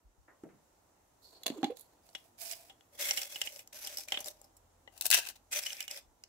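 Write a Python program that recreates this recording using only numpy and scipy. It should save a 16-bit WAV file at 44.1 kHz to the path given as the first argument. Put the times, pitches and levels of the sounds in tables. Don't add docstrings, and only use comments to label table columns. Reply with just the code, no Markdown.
import sys
import numpy as np
from scipy import signal
from scipy.io import wavfile

SR = 44100
rng = np.random.default_rng(int(sys.argv[2]) if len(sys.argv) > 2 else 0)


def to_wav(sig):
    pcm = np.clip(np.atleast_2d(sig), -1, 1) * 32767
    pcm = np.round(pcm).astype(np.int16)
    wavfile.write(sys.argv[1], SR, pcm.T)


N = 276948

# pitch_hz, likeness (1 same, 0 unrelated)
LIKENESS = [(40, 0.84), (200, 0.91), (700, 0.19), (2500, 0), (6000, 0), (16000, 0.11)]
# pitch_hz, width_hz, level_db
CAVITY_MODES = [(625, 240, -1.5), (1096, 71, -6.5), (2250, 230, 1.5), (2900, 290, 6), (3430, 120, 14),
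                (3990, 490, 7.5), (6050, 350, -3), (6530, 700, -1.5), (10800, 2700, -0.5)]
# pitch_hz, width_hz, level_db
BOWL_MODES = [(664, 120, 4), (912, 80, 0), (1590, 130, 2.5), (2020, 85, -4), (2624, 110, 8), (2800, 77, 7),
              (3030, 64, 0), (3650, 150, -4), (4010, 85, -5.5), (4700, 99, -7.5), (5650, 260, -4),
              (6500, 240, -13), (7530, 200, -4.5), (9500, 150, -8.5)]
# start_s, attack_s, hold_s, hiss_db, sag_db_per_s,
# rasp_db (re hiss), hollow_db (re hiss), pan_db (left over right)
RUBS = [(2.019, 0.032, 0.23, -69, 1, -10, -3.5, -3.5), (2.37, 0.047, 0.11, -45.5, -37, -11.5, -15.5, -6.5),
        (2.55, .01, .13, -57.5, 46, -8.5, -7.5, -1.5), (2.91, 0.036, 0.022, -63, 0, -9, -6, 0),
        (2.97, 0.033, 0.23, -38, 20, -4, -15.5, 0.5), (3.232, 0.021, 0.24, -49.5, -1, -5, -12.5, 1),
        (3.5, .015, 0.09, -52.5, 22, -8, -9, 0), (3.724, .008, .21, -49, -15, -6, -12, 0),
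        (3.965, .02, 0.022, -42, 50, -11.5, -17.5, 1.5), (4.071, .012, .13, -54.5, -4, -2.5, -3.5, 0),
        (4.245, .015, 0.017, -42, 32, -12.5, -7, -1.5), (4.32, 0.019, .12, -71.5, 0, -8.5, -3, 2),
        (5.504, 0.036, .05, -35.5, 0, -3, -16, 1.5), (5.6, .02, 0.22, -46.5, 32, -2, -17, 1),
        (5.886, 0.024, 0.069, -51, -2, -3, -10.5, 0)]


def from_db(db):
    return 10 ** (np.asarray(db) / 20)


def rms_one(x):
    return x / np.sqrt(np.mean(x ** 2) + 1e-30)


def in_time(rows):
    s, values = np.transpose(rows)
    return np.interp(np.arange(N) / SR, s, values)


def at_hz(points, hz):
    table_hz, values = np.array(points).T
    return np.interp(np.log(hz), np.log(table_hz), values)


def band(x, low_hz, high_hz):
    edges_hz = [low_hz, min(high_hz, .48 * SR)]
    return signal.sosfilt(signal.butter(3, edges_hz, "band", fs=SR, output="sos"), x)


def drift(rate_hz):
    knots = rng.standard_normal(int(N / SR * rate_hz) + 2)
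    return np.interp(np.arange(N) / SR * rate_hz, np.arange(len(knots)), knots)


def pair(x, alike):
    alike = np.clip(alike, -1, 1)
    middle = np.sqrt((1 + alike) / 2) * x[0]
    side = np.sqrt((1 - alike) / 2) * x[1]
    return middle + side * np.array([[1], [-1]])


def panned(x, pan_db):
    gains = from_db(np.array([[.5], [-.5]]) * pan_db)
    return x * gains / np.sqrt(np.mean(gains ** 2, axis=0))


def add(out, s, sound):
    at = max(round(s * SR), 0)
    out[:, at:at + sound.shape[-1]] += sound[..., :out.shape[-1] - at]


def resonate(x, hz, width_hz):
    r = np.exp(-np.pi * width_hz / SR)
    feed = np.array([1, 0, -1]) * (1 - r * r) / 2
    back = [1, -2 * r * np.cos(2 * np.pi * hz / SR), r * r]
    return signal.lfilter(feed, back, x + 1e-18)


def body(x, modes, direct_db):
    ringing = sum(from_db(db) * resonate(x, hz, width) for hz, width, db in modes)
    return from_db(direct_db) * x + ringing


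def grains(size, per_s, spread_db):
    sizes = from_db(spread_db * np.minimum(rng.exponential(1, size), 4))
    slipping = rng.random(size) < per_s / SR
    return slipping * sizes * rng.standard_normal((2, size))


def friction(gains, hollow_hz, modes, per_s, spread_db, flutter_db, direct_db, hollow_width_hz):
    hiss, rasp, hollow = gains
    slips = grains(N, per_s, spread_db) * from_db(flutter_db * drift(110))
    rung = from_db(direct_db) * slips
    for hz, width, db in modes:
        rung = rung + from_db(db + 5.8 * drift(25)) * resonate(slips, hz, width)
    out = hiss * rms_one(band(rung, 4000, 16000))
    out += rasp * pair(rms_one(band(rung, 1435, 4000)), 0.27)
    cavity = rms_one(resonate(slips, hollow_hz, hollow_width_hz))
    cavity = cavity + 0.26 * rms_one(band(slips, 260, 1100))
    return out + hollow * pair(rms_one(band(cavity, 180, 1300)), 0.69)


def pressure(strokes, release_db_per_s):
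    power, t = np.zeros((3, 2, N + SR)), np.arange(SR) / SR
    for start, attack, hold, db, sag, rasp_db, hollow_db, pan in strokes:
        press = np.sin(np.pi / 2 * np.minimum(t / attack, 1)) ** 2
        sag_db = sag * np.clip(t - attack, 0, hold)
        release_db = release_db_per_s * np.maximum(t - attack - hold, 0)
        shape = press * from_db(db - sag_db - release_db)
        for layer, share_db in zip(power, (0, rasp_db, hollow_db)):
            add(layer, start, panned(from_db(share_db) * shape, pan) ** 2)
    return np.sqrt(power[..., :N])


def contacts(table, modes, direct_db, crush_db, crush_stretch, stretch, rise_s, arch_db):
    # low_hz, high_hz
    bands_hz = [(200, 1050), (1600, 4000), (4000, 8000), (8000, 16000)]
    ring_lift_db = 5.5
    out, t = np.zeros((2, N)), np.arange(SR // 10) / SR
    first = t < .012
    for s, db, bright_db, thump_db, pan, length, *ring_hz in table:
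        spray = grains(len(t), 30000, 1.4) * from_db(-60 * t / (length * stretch))
        crush_fall = from_db(-60 * t / (length * crush_stretch))
        spray += from_db(crush_db) * rng.standard_normal((2, len(t))) * crush_fall
        spray *= 1 - np.exp(-(t / rise_s) ** 2)
        favoured = [(hz, 0.04 * hz, 7) for hz in ring_hz]
        rung, hit = body(spray, modes + favoured, direct_db), 0
        snap_db = [db + bright_db * octave - arch_db * octave ** 2 for octave in (-1, 0, 1)]
        for (low, high), band_db in zip(bands_hz, [thump_db] + snap_db):
            part = pair(band(rung, low, high), at_hz(LIKENESS, np.sqrt(low * high)))
            part = part / np.sqrt(np.mean(part[:, first] ** 2, axis=1, keepdims=True) + 1e-30)
            lift_db = ring_lift_db * any(low <= hz < high for hz in ring_hz)
            hit = hit + from_db(band_db + lift_db) * part
        add(out, s - rise_s, panned(hit, pan))
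    return out


def background():
    # pitch_hz, relative density_db
    colour = [(25, -14), (45, -1), (100, -2.5), (180, -10.5), (280, -3.5), (450, -8), (780, -3.5),
              (1300, -13), (2500, -21), (5000, -21.5), (7300, -16), (10000, -23.5), (15500, -23.5)]
    # time_s, change_db
    air_swell = [(0, -5), (.6, 0.5), (1.15, -0.5), (2.0, 1), (4.8, 0.5), (6.28, -1.5)]
    # time_s, fundamental_peak_db
    hum_level = [(0, -100), (3.4, -90), (4.0, -77), (4.8, -73), (5.5, -75.5), (5.9, -88.5), (6.28, -90)]
    air_db, hum_hz = -69.5, 43
    air, edges_hz = 0, 22 * 2 ** np.arange(0, 9.6, .5)
    white = rng.standard_normal((2, 2, N))
    for k, (low, high) in enumerate(zip(edges_hz, edges_hz[1:])):
        hz = np.sqrt(low * high)
        gain = from_db(at_hz(colour, hz) + 0.89 * drift(18))
        air = air + gain * pair(band(white[k % 2], low, high), at_hz(LIKENESS, hz))
    phase = 2 * np.pi * np.cumsum(hum_hz * (1 + 0.0051 * drift(2.8))) / SR
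    hum = from_db(in_time(hum_level)) * (np.sin(phase) + 1.1 * np.sin(2 * phase))
    return panned(from_db(air_db + in_time(air_swell)) * rms_one(air) + hum, -0.89)


def bumps():
    # start_s, peak_db, lowest_hz, highest_hz, t60_s
    knocks = [(.04, -55.5, 38, 69.4, 0.09), (.175, -58.5, 40, 85, 0.14), (0.279, -52.5, 1350, 2060, 0.23),
              (0.282, -52.5, 242, 1170, 0.38), (0.436, -44, 161, 570, 0.33), (.436, -55.5, 600, 1880, 0.12),
              (0.489, -58, 400, 2110, 0.33), (.53, -58, 110, 261, 0.37), (6.001, -62.5, 31.9, 64.6, .45)]
    thud_s, thud_db, thud_hz, thud_t60_s = .4358, -32.5, 310, 0.025
    out, t = np.zeros((2, N)), np.arange(SR // 2) / SR
    for s, db, low_hz, high_hz, t60 in knocks:
        push = pair(rng.standard_normal((2, len(t))), 0.54) * from_db(-60 * t / t60)
        knock = band(push, low_hz, high_hz)
        add(out, s, from_db(db) * knock / np.abs(knock).max())
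    fall = from_db(thud_db - 60 * t / thud_t60_s)
    onset = np.minimum(2 * thud_hz * t, 1)
    add(out, thud_s, fall * np.sin(2 * np.pi * thud_hz * t) * onset)
    return out


def casing_ticks(table):
    # pitch_hz, width_hz, level_db
    casing = [(577, 70, -3.5), (782.7, 28.6, 8.5), (2150, 230, -9), (2927, 89, 5.5), (3370, 74, -10.5),
              (5580, 240, -1.5), (7320, 270, -2), (9520, 200, -4), (11500, 1600, -7)]
    return contacts(table, casing, direct_db=-9.5, crush_db=-18, crush_stretch=7.0, stretch=2.1,
                    rise_s=.0005, arch_db=4.5)


def handling_ticks():
    # start_s, level_db (4-8 kHz before ring lift), brightness_db_per_octave, thump_db,
    # pan_db (left over right), length_s (before stretch), strongest_ring_hz
    ticks = [(.436, -74, 0.5, -60, 0, .006, 1810), (2.0895, -69, -3, -65, -6, 0.011, 4370),
             (2.1498, -47.5, -6.5, -55, 2.5, 0.015, 3290), (2.513, -45.5, -1, -80, -6, .01, 7970),
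             (2.533, -53, -9.5, -80, 6, .009, 5050), (2.6971, -62.5, -8, -61, 1.5, 0.027, 3310),
             (2.8083, -72, -6, -75, 3, .006, 3350), (3.09, -43.5, -8, -72, 3, 0.015, 5760),
             (3.1092, -32.5, -4, -48.5, 0, 0.0055, 5600), (3.1735, -34.5, .5, -51.5, -3, .022, 2830),
             (3.3576, -46.5, -6, -56, -5, 0.025, 2910), (3.4155, -34.5, -2, -51, -2, 0.0088, 2900),
             (3.4728, -46, -7, -58, -6, .005, 2950), (3.5601, -55.5, 0, -75, 5, .007, 5340),
             (3.5921, -51.5, 3, -66, 3, .01, 2430), (3.6749, -61, 5.5, -73, -1, 0.0035, 6300),
             (3.847, -48, 2, -64, 1, 0.012, 5110), (3.8719, -42, 4, -60, 2, .012, 3300),
             (3.9717, -43.5, 5.5, -85, 1, 0.0051, 5500), (3.984, -47, 6, -55, -9, 0.0072, 5610),
             (4.0849, -47.5, 0, -68, 2, 0.0072, 2370), (4.1209, -38, -7, -43.5, -4, 0.01, 3110),
             (4.141, -49.5, -12.5, -53, -1, 0.036, 3040), (4.1732, -50.5, -15, -48, -0.5, .005, 3320),
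             (4.2042, -49.5, 9.5, -53.5, 0, 0.02, 6160), (4.2436, -51.5, 3, -77, 14, .005, 5000),
             (4.259, -51, 5, -55.5, 4, .009, 7320), (4.283, -46, 7.5, -66, 6, 0.0062, 3720),
             (4.4152, -65, 11.5, -64, 3, .004, 7400), (4.442, -67.5, 7, -65.5, 2, .025, 5240),
             (4.5668, -69, 11, -87, -2.5, 0.024, 7630), (4.8756, -69.5, -16, -56.5, 8, 0.011, 1973),
             (5.6619, -43, -4, -76, -1, .035, 2990), (5.6655, -41, -1, -67, 5, 0.0066, 3070),
             (5.704, -51, -8, -70, -14, .008, 2930), (5.7302, -47.5, -2, -61, 1, 0.0023, 5400),
             (5.805, -40, 1, -63, -5, .011, 2960), (5.8794, -46, -2, -66, -4, 0.0068, 2900),
             (5.9118, -45.5, 2.5, -61, 1, .0076, 5200), (5.9737, -52.5, 2, -61, 4, 0.0055, 3500),
             (6.2376, -56, -2, -74, 0.5, 0.0025, 5600)]
    return casing_ticks(ticks)


def swishes():
    # start_s, attack_s, hold_s, hiss_db, sag_db_per_s,
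    # rasp_db (re hiss), hollow_db (re hiss), pan_db (left over right)
    strokes = [(1.17, 0.11, .01, -62.5, 0, -19, -7.5, -4), (1.3, 0.039, 0.16, -70.5, -2, -5.5, 2.5, -2.5),
               (1.47, .04, 0.16, -65.5, 20, -6, 8.5, -3), (1.75, 0.021, 0.038, -60, 30, -14, -13, -4),
               (1.88, 0.016, .04, -75, 0, -5, 2, -1)]
    # pitch_hz, width_hz, level_db
    swish_modes = [(3900, 210, -2), (4320, 230, 6.5), (7100, 580, -5), (11800, 2300, -12)]
    gains = pressure(strokes, release_db_per_s=220)
    return friction(gains, 430, swish_modes, per_s=18000, spread_db=2.0, flutter_db=3.5,
                    direct_db=-8, hollow_width_hz=370)


def wet_clicks():
    # start_s, level_db (4-8 kHz), brightness_db_per_octave, thump_db,
    # pan_db (left over right), length_s (before stretch)
    clicks = [(1.434, -50, -1, -76.5, -6, 0.0035), (1.46, -49, -8, -44.5, -6, 0.0066),
              (1.4644, -32.5, -1.5, -42, 0, .012), (1.4795, -43.5, -2, -43, -15, .0046),
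              (1.501, -54, -9, -50, 1, 0.0054), (1.6305, -50, -11, -40, -8, .0035),
              (1.6425, -42, -9, -44, -2.5, 0.0099), (1.705, -67.5, 4, -54, -5, .023),
              (1.77, -56.5, 3.5, -66, -9, 0.0066), (1.795, -67, 16, -80, -18, .008),
              (1.8091, -64, 15, -71, -8, 0.022)]
    return contacts(clicks, CAVITY_MODES, direct_db=-17.0, crush_db=-18.0, crush_stretch=11.2,
                    stretch=2.0, rise_s=.0005, arch_db=3.5)


def gulp():
    # start_s, pitch_hz, glide_octaves_per_s, peak_db (before trembling), swell_s, t60_s
    glugs = [(1.464, 640, 2.5, -44, 0.013, 0.13), (1.501, 289, -8, -26.5, 0.0017, 0.033),
             (1.518, 247, -2.5, -40, 0.0025, 0.1), (1.558, 434, -12.5, -42.5, 0.0092, 0.084),
             (1.572, 308, 3, -38, 0.015, 0.17), (1.630, 290.7, 3, -23, 0.0013, 0.095),
             (1.630, 770, 2, -27, 0.0098, 0.058), (1.642, 284, 9, -21.5, 0.0059, 0.042),
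             (1.660, 759, 0.5, -47, 0.024, 0.18), (1.672, 300, 2, -40.5, 0.014, 0.039),
             (1.697, 404, 14.5, -30, 0.0092, 0.023), (1.712, 494, 3, -38.5, 0.0054, 0.073)]
    out, t = np.zeros((2, N)), np.arange(SR // 4) / SR
    for s, hz, glide, db, swell, t60 in glugs:
        octaves = glide * np.minimum(t, .04) + 0.044 * drift(154)[:len(t)]
        phase = 2 * np.pi * np.cumsum(hz * 2 ** octaves) / SR
        fall_db = -60 * np.maximum(t - swell, 0) / t60
        shape = np.minimum(t / swell, 1) * from_db(fall_db + 1.9 * drift(192)[:len(t)])
        squelch = rms_one(band(body(grains(len(t), 3400, 1.7), CAVITY_MODES, 3.6), 400, 3100))
        glug = from_db(db) * shape * (np.sin(phase) + from_db(-25.0) * squelch)
        add(out, s, panned(glug, -3.5))
    return band(out, 130, 7900)


def rubbing():
    # [(pitch_hz, width_hz, level_db)]
    spots = [(2.0, 2.8, 674, [(2450, 250, -1.5), (4970, 150, -10), (7900, 140, -11), (11200, 590, -12)]),
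             (2.8, 3.65, 570, [(1660, 66, -34), (2150, 97, 1.5), (2570, 67, 0.5), (3370, 120, -3),
             (5700, 1100, -12.5), (7630, 330, -11), (11800, 800, -14)]), (3.65, 4.9, 595, [(2500, 260, -12),
             (3450, 200, -22.5), (5130, 220, -5.5), (5950, 490, -3.5), (7700, 220, -8.5),
             (11500, 790, -9.5)]), (5.4, 6.27, 581, [(2095, 84, -7.5), (2446, 220, 0.5), (3380, 210, -8),
             (5200, 300, -3.5), (6060, 123, -1), (7640, 850, -9.5), (11300, 1200, -13)])]
    out = 0
    for start, stop, hollow_hz, modes in spots:
        strokes = [row for row in RUBS if start <= row[0] < stop]
        gains = pressure(strokes, release_db_per_s=430)
        out = out + friction(gains, hollow_hz, modes, per_s=6000, spread_db=1.7, flutter_db=3.0,
                             direct_db=-7, hollow_width_hz=29.0)
    return out


def snags():
    per_s, snag_db, spread_db = 12, -8.5, 2
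    thump_db, length_s, ring_hz = -17.5, .007, 5170
    rows = []
    for start, attack, hold, db, *_, pan in RUBS:
        waits = np.cumsum(rng.exponential(1 / per_s, size=8))
        for wait, strength in zip(waits, rng.standard_normal(size=8)):
            level = db + snag_db + spread_db * strength
            if wait < hold:
                rows.append((start + attack + wait, level, 0, level + thump_db, pan, length_s, ring_hz))
    return casing_ticks(rows)


def rustle():
    # start_s, attack_s, hold_s, hiss_db, sag_db_per_s,
    # rasp_db (re hiss), hollow_db (re hiss), pan_db (left over right)
    slides = [(4.91, 0.023, .07, -63, -30, -6, -3, 8), (5.01, 0.011, 0.049, -47, 0, -11, -12.5, 3),
              (5.103, .018, 0.031, -27, 0, -1, -21, 5.5), (5.16, 0.0094, 0.026, -32, 20, -2, -22, 6),
              (5.2, 0.012, 0.088, -47, 10, -3, -13.5, 4), (5.35, .008, .008, -64, 0, -2, -9, 3)]
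    gains = pressure(slides, release_db_per_s=599.5)
    return friction(gains, 750, BOWL_MODES, per_s=4100, spread_db=2.0, flutter_db=4.5,
                    direct_db=-3.0, hollow_width_hz=120)


def chili_drops():
    # start_s, level_db (4-8 kHz), brightness_db_per_octave, thump_db,
    # pan_db (left over right), length_s
    drops = [(4.9769, -56, 5.5, -78, 4.5, .033), (5.0113, -36.5, 5, -61.5, 8, .0027),
             (5.021, -43.5, 4, -65, 8, .027), (5.055, -33, 4, -46.5, 3.5, .023),
             (5.0642, -33.5, 7.5, -56, 9.5, .02), (5.1035, -30.5, 5, -47.5, 3.5, .007),
             (5.1126, -25.5, 4.5, -61, 7, .016), (5.128, -31.5, -9.5, -58, 17.5, .01),
             (5.136, -29.5, -5.5, -63, 2, .016), (5.1435, -27, 2, -51, 5, .011),
             (5.1765, -35, 2.5, -45, 1.5, .01), (5.187, -37, 0.5, -44, 2, .015),
             (5.193, -42.5, 5, -57, -6, .019), (5.2528, -50.5, -4, -64, 9, .006),
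             (5.2877, -44, 3.5, -61, 9, .018)]
    return contacts(drops, BOWL_MODES, direct_db=-6, crush_db=-20.0, crush_stretch=5, stretch=1.0,
                    rise_s=.0011, arch_db=3.0)


def room(x, t60, wall_hz):
    t = np.arange(SR // 2) / SR
    tail = band(rng.standard_normal((2, len(t))), 150, wall_hz)
    tail = tail * from_db(-60 * t / t60) * (t > .005)
    return signal.fftconvolve(x, tail / np.sqrt(np.sum(tail ** 2) / 2), axes=1)[:, :N]


def scene():
    air = background()
    near = bumps() + handling_ticks() + swishes() + wet_clicks() + gulp()
    near = near + rubbing() + rustle() + chili_drops()
    return near + from_db(-19) * room(near, t60=.2, wall_hz=7050) + air + snags()


def record(dry):
    cutoff_hz = 15700
    return signal.sosfilt(signal.ellip(10, .2, 70, cutoff_hz, fs=SR, output="sos"), dry)


dry = scene()
out = record(dry)
to_wav(out)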